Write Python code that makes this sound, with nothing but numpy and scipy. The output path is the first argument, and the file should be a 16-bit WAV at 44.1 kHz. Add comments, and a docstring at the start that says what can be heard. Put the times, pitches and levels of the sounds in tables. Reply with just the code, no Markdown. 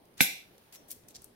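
"""Steel pliers bite and snap through a wire close to a two-port microphone in a quiet, hard room.
The jaws clack and the steel rings as sums of decaying modes; the cut wire rattles as dense coloured grains.
A modal thump runs through the handles. Ticks are noise bursts with damped steel modes; the bite before
the snap and the scrapes after it are streams of tiny slips. Sparse random taps give the room's tail;
drifting noise gives its hush, and a faint coloured hiss the rustle of the hands."""
import sys
import numpy as np
from scipy import signal
from scipy.fft import rfft, irfft
from scipy.io import wavfile
from scipy.ndimage import uniform_filter1d

SR = 44100
rng = np.random.default_rng(int(sys.argv[2]) if len(sys.argv) > 2 else 0)


def volts(x):
    """Linear amplitude factor 10**(x/20) for a level x in dB, scalar or array-like."""
    e = np.asarray(x, float) / 20
    return 10 ** e


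def generate_wav(sig):
    """Save sig (samples, or channels by samples) to the path in sys.argv[1] as 16-bit PCM at SR."""
    pcm = np.round(np.clip(np.atleast_2d(sig).T, -1, 1) * 32767).astype(np.int16)
    wavfile.write(sys.argv[1], SR, pcm)


N = 59535  # samples
SNAP_S = 0.2057
SLIPS_PER_S = 8100  # in each grain stream of the bite, scrapes and rustle

# Free vibration modes of pliers and wire: pitch_hz, relative_level_db, free_t60_s
STEEL_MODES = [(2293, -8, .25), (3560, -10, .25), (4032, -8, .22), (4830, -10, .15), (5270, -10, .15),
               (5701, -5, .25), (6030, -8, .2), (7058, -10, .18), (8804, -4, .13), (9636, -4, .12),
               (10523, -6, .13), (11080, -5, .13), (11572, 0, .2), (12280, -6, .18), (12990, -5, .13),
               (14070, -6, .12), (15300, -4, .11)]


def evened(x):
    """Normalization to unit root-mean-square level over both ports together."""
    return x / np.sqrt(np.mean(x ** 2) + 1e-20)


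def read(points, hz):
    """Interpolation of a spectral curve along a logarithmic frequency axis."""
    f, value = np.transpose(points)
    return np.interp(np.log(hz + 1), np.log(f + 1), value)


def add(mix, start_s, sound):
    """Linear superposition of a sound onto the mix, cut at its end."""
    part = mix[:, round(start_s * SR):][:, :sound.shape[-1]]
    part += sound[..., :part.shape[1]]


def pan(left_minus_right_db):
    """Level difference between the ports, shared equally as gain and loss."""
    half_db = left_minus_right_db / 2
    return volts(np.array([[half_db], [-half_db]]))


def lean(centre_hz):
    """Interport level difference: brighter contacts favour the left port."""
    db_per_octave, balanced_hz = 4, 5200
    return pan(db_per_octave * np.log2(centre_hz / balanced_hz))


def coloured(x, gain_db):
    """Linear filtering in the spectrum by a gain in dB given as a function of Hz."""
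    hz = np.fft.rfftfreq(x.shape[-1], 1 / SR) + 1
    return irfft(rfft(x) * volts(gain_db(hz)), x.shape[-1])


def bell(centre_hz, octaves):
    """Broad resonance, 6 dB down at the given octaves either side, above a weak wide skirt."""
    skirt_db, skirt_hz = -14.5, 1636.7  # level above this pitch; below it, 18 dB per octave down

    def gain_db(hz):
        hump = -6 * (np.log2(hz / centre_hz) / octaves) ** 2
        skirt = skirt_db + 18 * np.minimum(np.log2(hz / skirt_hz), 0)
        return np.maximum(hump, skirt)

    return gain_db


def ring(modes, gains_db, rise_s, spread_rad):
    """Modal superposition of decaying sines, out of step between the ports by up to spread_rad."""
    hz, db, t60_s = np.transpose(modes)[:, :, None]
    t = np.arange(SR // 2) / SR
    shift = spread_rad * rng.uniform(-.5, .5, hz.shape)
    rise = 1 - np.exp(-(t / rise_s) ** 2)
    shape = volts(db + gains_db - 60 * t / t60_s) * rise
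    ports = [(shape * np.sin(2 * np.pi * hz * t + side * shift)).sum(0) for side in (1, -1)]
    return np.array(ports)


def grains(length_s, per_s):
    """Stick-slip friction as random impulses of uneven size, partly different at each port."""
    shape = (3, round(length_s * SR))
    slips = rng.standard_normal(shape) * (rng.random(shape) < per_s / SR)
    slips *= volts(3 * np.minimum(rng.exponential(1, shape), 2))  # 0 to 6 dB of extra size
    # The third stream reaches the two ports with opposite signs.
    return slips[:2] + np.array([[.3], [-.3]]) * slips[2]


def hush():
    """Partially coherent stationary noise: room tone and microphone hiss with faint drifting patches."""
    # Hush spectrum: pitch_hz, relative_density_db_per_hz
    hush_tone = [(15, -42.5), (25, -13.5), (140, -5.5), (400, -5), (750, -11), (1200, -18.5), (2500, -23.5),
                 (4500, -27), (7900, -38.5), (8800, -32.5), (9300, -19), (9900, -30.5), (11500, -31),
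                 (13500, -30), (16000, -31.5)]
    # Coherence between the ports: pitch_hz, left_right_likeness
    likeness = [(60, 0.86), (130, 1), (290, 0.65), (640, 0.38), (1410, -0.16), (3100, -0.01), (6820, -0.11),
                (15000, -0.09)]
    # Interport level difference: pitch_hz, left_minus_right_db
    port_balance = [(60, -2), (240, 0), (950, 0.5), (3770, -3), (15000, 3.5)]
    level_db, patch_db = -61.5, 1.9  # patch_db is the rms drift of each time-frequency cell
    frames, hz = N // 256 + 5, np.fft.rfftfreq(1024, 1 / SR)
    a, b, c, d, patches = rng.standard_normal((frames, 513, 5)).T
    patches = uniform_filter1d(patches, size=12, axis=0)  # across frequency
    patches = evened(uniform_filter1d(patches, size=14, axis=1))  # across time
    same = np.clip(read(likeness, hz), -1, 1)[:, None]
    left, other = a + 1j * b, c + 1j * d
    z = np.array([left, same * left + np.sqrt(1 - same ** 2) * other])
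    z *= volts(read(hush_tone, hz)[:, None] + patch_db * patches)
    z *= volts(np.array([.5, -.5])[:, None] * read(port_balance, hz))[:, :, None]
    noise = signal.istft(z, nperseg=1024, noverlap=768)[1][:, :N]
    return volts(level_db) * evened(noise)


def room(x):
    """Reverberation: convolution with sparse random-sign taps whose bands decay at their own speeds."""
    # Early decay of the room: pitch_hz, t60_s
    decay = [(150, 0.23), (500, 0.59), (1300, 0.21), (2300, 0.476), (3100, 0.5), (3900, 0.474),
             (7000, 0.385), (12000, .3)]
    knee_s, extra_drop_db_per_s = .2, 118.5  # after the knee the tail fades faster
    taps = np.zeros((2, SR))
    at = np.arange(160, SR - 20, 20) + rng.integers(0, 20, (2, (SR - 161) // 20))
    np.put_along_axis(taps, at, rng.choice([-1., 1.], at.shape), 1)
    hz, t, z = signal.stft(taps, SR, nperseg=256)
    fade_db = -60 * t / read(decay, hz)[:, None]
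    fade_db = fade_db - extra_drop_db_per_s * np.maximum(t - knee_s, 0)
    tail = signal.istft(z * volts(fade_db), SR, nperseg=256)[1]
    return signal.fftconvolve(x, tail / np.linalg.norm(tail[0]), axes=1)[:, :N]


def rustle():
    """Amplitude-modulated friction noise: a faint wide hiss of skin and grips that comes and goes."""
    # Shifting of the hands: time_s, level_db (before the common trim)
    shifting = [(0.0, -85), (0.214, -72.5), (0.344, -64.5), (0.526, -66), (1.116, -73), (1.21, -71.5),
                (1.35, -88)]
    # Rustle colour: pitch_hz, relative_density_db_per_hz
    rustle_tone = [(300, -19.5), (1000, -4.5), (3000, 0), (6000, -6.5), (8000, -14), (10000, -5.5),
                   (13000, -3.5), (16000, -7)]
    trim_db = -1
    s, db = np.transpose(shifting)
    hiss = evened(coloured(grains(N / SR, SLIPS_PER_S), lambda hz: read(rustle_tone, hz)))
    return hiss * volts(trim_db + np.interp(np.arange(N) / SR, s, db))


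def scrapes():
    """Stick-slip friction: dense slips under a swelling and fading stroke."""
    # Strokes of the jaws along the wire: start_s, length_s, level_db (before stroke shape and lean),
    # centre_hz, half_width_octaves
    strokes = [(0.723, .048, -50.5, 6977, 2.56), (.88, 0.057, -54.5, 11100, 1.04),
               (0.9, .034, -45, 9980, 1.524), (1.08, 0.043, -58.5, 7780, 1.4),
               (1.143, .03, -52, 5345, 0.546), (1.208, 0.059, -64.5, 7000, 1.04)]
    out = np.zeros((2, N))
    for start_s, length_s, db, centre_hz, octaves in strokes:
        rub = evened(coloured(grains(length_s, SLIPS_PER_S), bell(centre_hz, octaves)))
        stroke = np.sin(np.linspace(0, np.pi, rub.shape[1])) ** 0.36
        add(out, start_s, lean(centre_hz) * volts(db) * rub * stroke)
    return out


def ticks():
    """Impact excitation: short bright bursts with damped steel modes, and pings of one mode left free."""
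    # Ticks of steel on wire: start_s, level_db (before envelope and lean), centre_hz, half_width_octaves
    contacts = [(.054, -57.5, 9000, 1.87), (.14, -65, 6120, 1.25), (.179, -42.5, 6000, 1.56),
                (.580, -50.5, 4000, 6), (.725, -44.5, 7940, 1.9), (.757, -42, 7050, 1.6),
                (.886, -46.5, 13000, 0.68), (.907, -34, 9100, 0.96), (0.9148, -28.5, 12050, 0.96),
                (1.036, -59, 3000, 1.476), (1.085, -41, 9100, 0.96), (1.107, -51, 5000, 1.027),
                (1.1493, -40.5, 5000, 0.58), (1.1565, -38, 5200, 0.64), (1.1636, -38.5, 5800, 0.86),
                (1.219, -44, 11100, 0.55), (1.2433, -38.5, 10240, 0.7)]
    # Pings of a single steel mode: start_s, level_db, pitch_hz, share_of_free_t60
    free_pings = [(.760, -55, 5701, .9), (.790, -67, 6030, .9), (.727, -55, 11572, .6)]
    burst_t60_s, rise_s = 0.015, 0.00066
    ring_db, grip = -13, 0.1557  # the hand shortens a tick's ring to this share of its free t60
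    out = np.zeros((2, N))
    t = np.arange(2048) / SR
    mode_hz = np.transpose(STEEL_MODES)[0][:, None]
    held_modes = np.multiply(STEEL_MODES, [1, 1, grip])
    for start_s, db, centre_hz, octaves in contacts:
        colour = bell(centre_hz, octaves)
        burst = evened(coloured(rng.standard_normal((2, len(t))), colour))
        burst *= volts(db - 60 * t / burst_t60_s) * np.minimum(t / rise_s, 1)
        add(out, start_s, lean(centre_hz) * burst)
        steel = ring(held_modes, db + ring_db + colour(mode_hz), rise_s, 2 * np.pi)
        add(out, start_s, lean(centre_hz) * steel)
    for start_s, db, ping_hz, share in free_pings:
        level_modes = np.multiply(STEEL_MODES, [1, 0, share])
        chosen_db = np.where(mode_hz == ping_hz, db, -200)
        add(out, start_s, ring(level_modes, chosen_db, 0.00395, np.pi))
    return out


def bite():
    """Crushing noise: slips swell exponentially as the edges crush into the wire until it parts."""
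    start_s, final_db, rise_db_per_s, centre_hz = .172, -41, 598.5, 3000
    crunch = evened(coloured(grains(SNAP_S - start_s, SLIPS_PER_S), bell(centre_hz, 1.5)))
    time_left = np.arange(crunch.shape[1])[::-1] / SR
    out = np.zeros((2, N))
    add(out, start_s, crunch * volts(final_db - rise_db_per_s * time_left))
    return out


def thump():
    """Low structural modes of the handles, strong at the right port and inverted at the left."""
    # Handle modes: pitch_hz, relative_level_db, t60_s
    handle_modes = [(190.56, 2, 0.04336), (249.84, 0, 0.041), (124.8, -17.5, .07), (520, -19, .1)]
    start_s, gain_db, left_gain = .2075, -10, -.2
    out = np.zeros((2, N))
    add(out, start_s, np.array([[left_gain], [1]]) * ring(handle_modes, gain_db, .003, 0))
    return out


def snap():
    """Impulsive release excites modes of jaws and steel, and the cut wire rattles in dense impacts."""
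    # Clack of the jaws: pitch_hz, relative_level_db, t60_s
    jaw_modes = [(793, -21, 0.01925), (1555.6, -15, 0.0225), (2121.2, -15.5, 0.028),
                 (2327.8, -0.5, 0.01025), (2691.7, -12.5, 0.0234), (3559.8, -14.5, .02),
                 (4027.6, -20, 0.031), (5000, -20, .012), (6160, -20, .01)]
    # Rattle colour: pitch_hz, relative_density_db_per_hz
    rattle_tone = [(1760, -35.5), (3000, -16), (3940, -4), (4500, -10), (5840, -7.5), (9400, -8),
                   (10100, -11.5), (11400, -1.5), (16000, -13.5)]
    rattle_s, rattle_db, rise_s, rattle_t60_s = .2025, -18.5, 0.0098, .13
    out = np.zeros((2, N))
    add(out, SNAP_S, pan(-1.5) * ring(jaw_modes, 2.5, 0.001046, 2))
    add(out, SNAP_S, ring(STEEL_MODES, -29, 0.0053, 2 * np.pi))
    buzz = evened(coloured(grains(.25, 17000), lambda hz: read(rattle_tone, hz)))
    t = np.arange(buzz.shape[1]) / SR
    rise = np.minimum(t / rise_s, 1) ** 1.5
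    decay = volts(rattle_db - 60 * np.maximum(t - rise_s, 0) / rattle_t60_s)
    add(out, rattle_s, pan(1.9) * buzz * rise * decay)
    return out


def scene():
    """Superposition of direct sound, reverberation and background."""
    cut, low, small = bite() + snap(), thump(), ticks() + scrapes()
    # The thump enters the room with its ports exchanged.
    sent = volts(-6.5) * cut + volts(-15) * low[::-1] + volts(-11) * small
    return cut + low + small + room(sent) + hush() + rustle()


def low_pass(x):
    """Removes everything above the highest recorded frequency."""
    return signal.sosfilt(signal.butter(12, 16630, fs=SR, output="sos"), x)


def record(dry):
    """Band limitation by a linear-phase low-pass at 15900 Hz, then the finished mix."""
    lowpass = signal.firwin(511, 15900, window=("kaiser", 9), fs=SR)
    mix = signal.oaconvolve(dry, lowpass[None], "same")
    return low_pass(mix)


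dry = scene()
out = record(dry)
generate_wav(out)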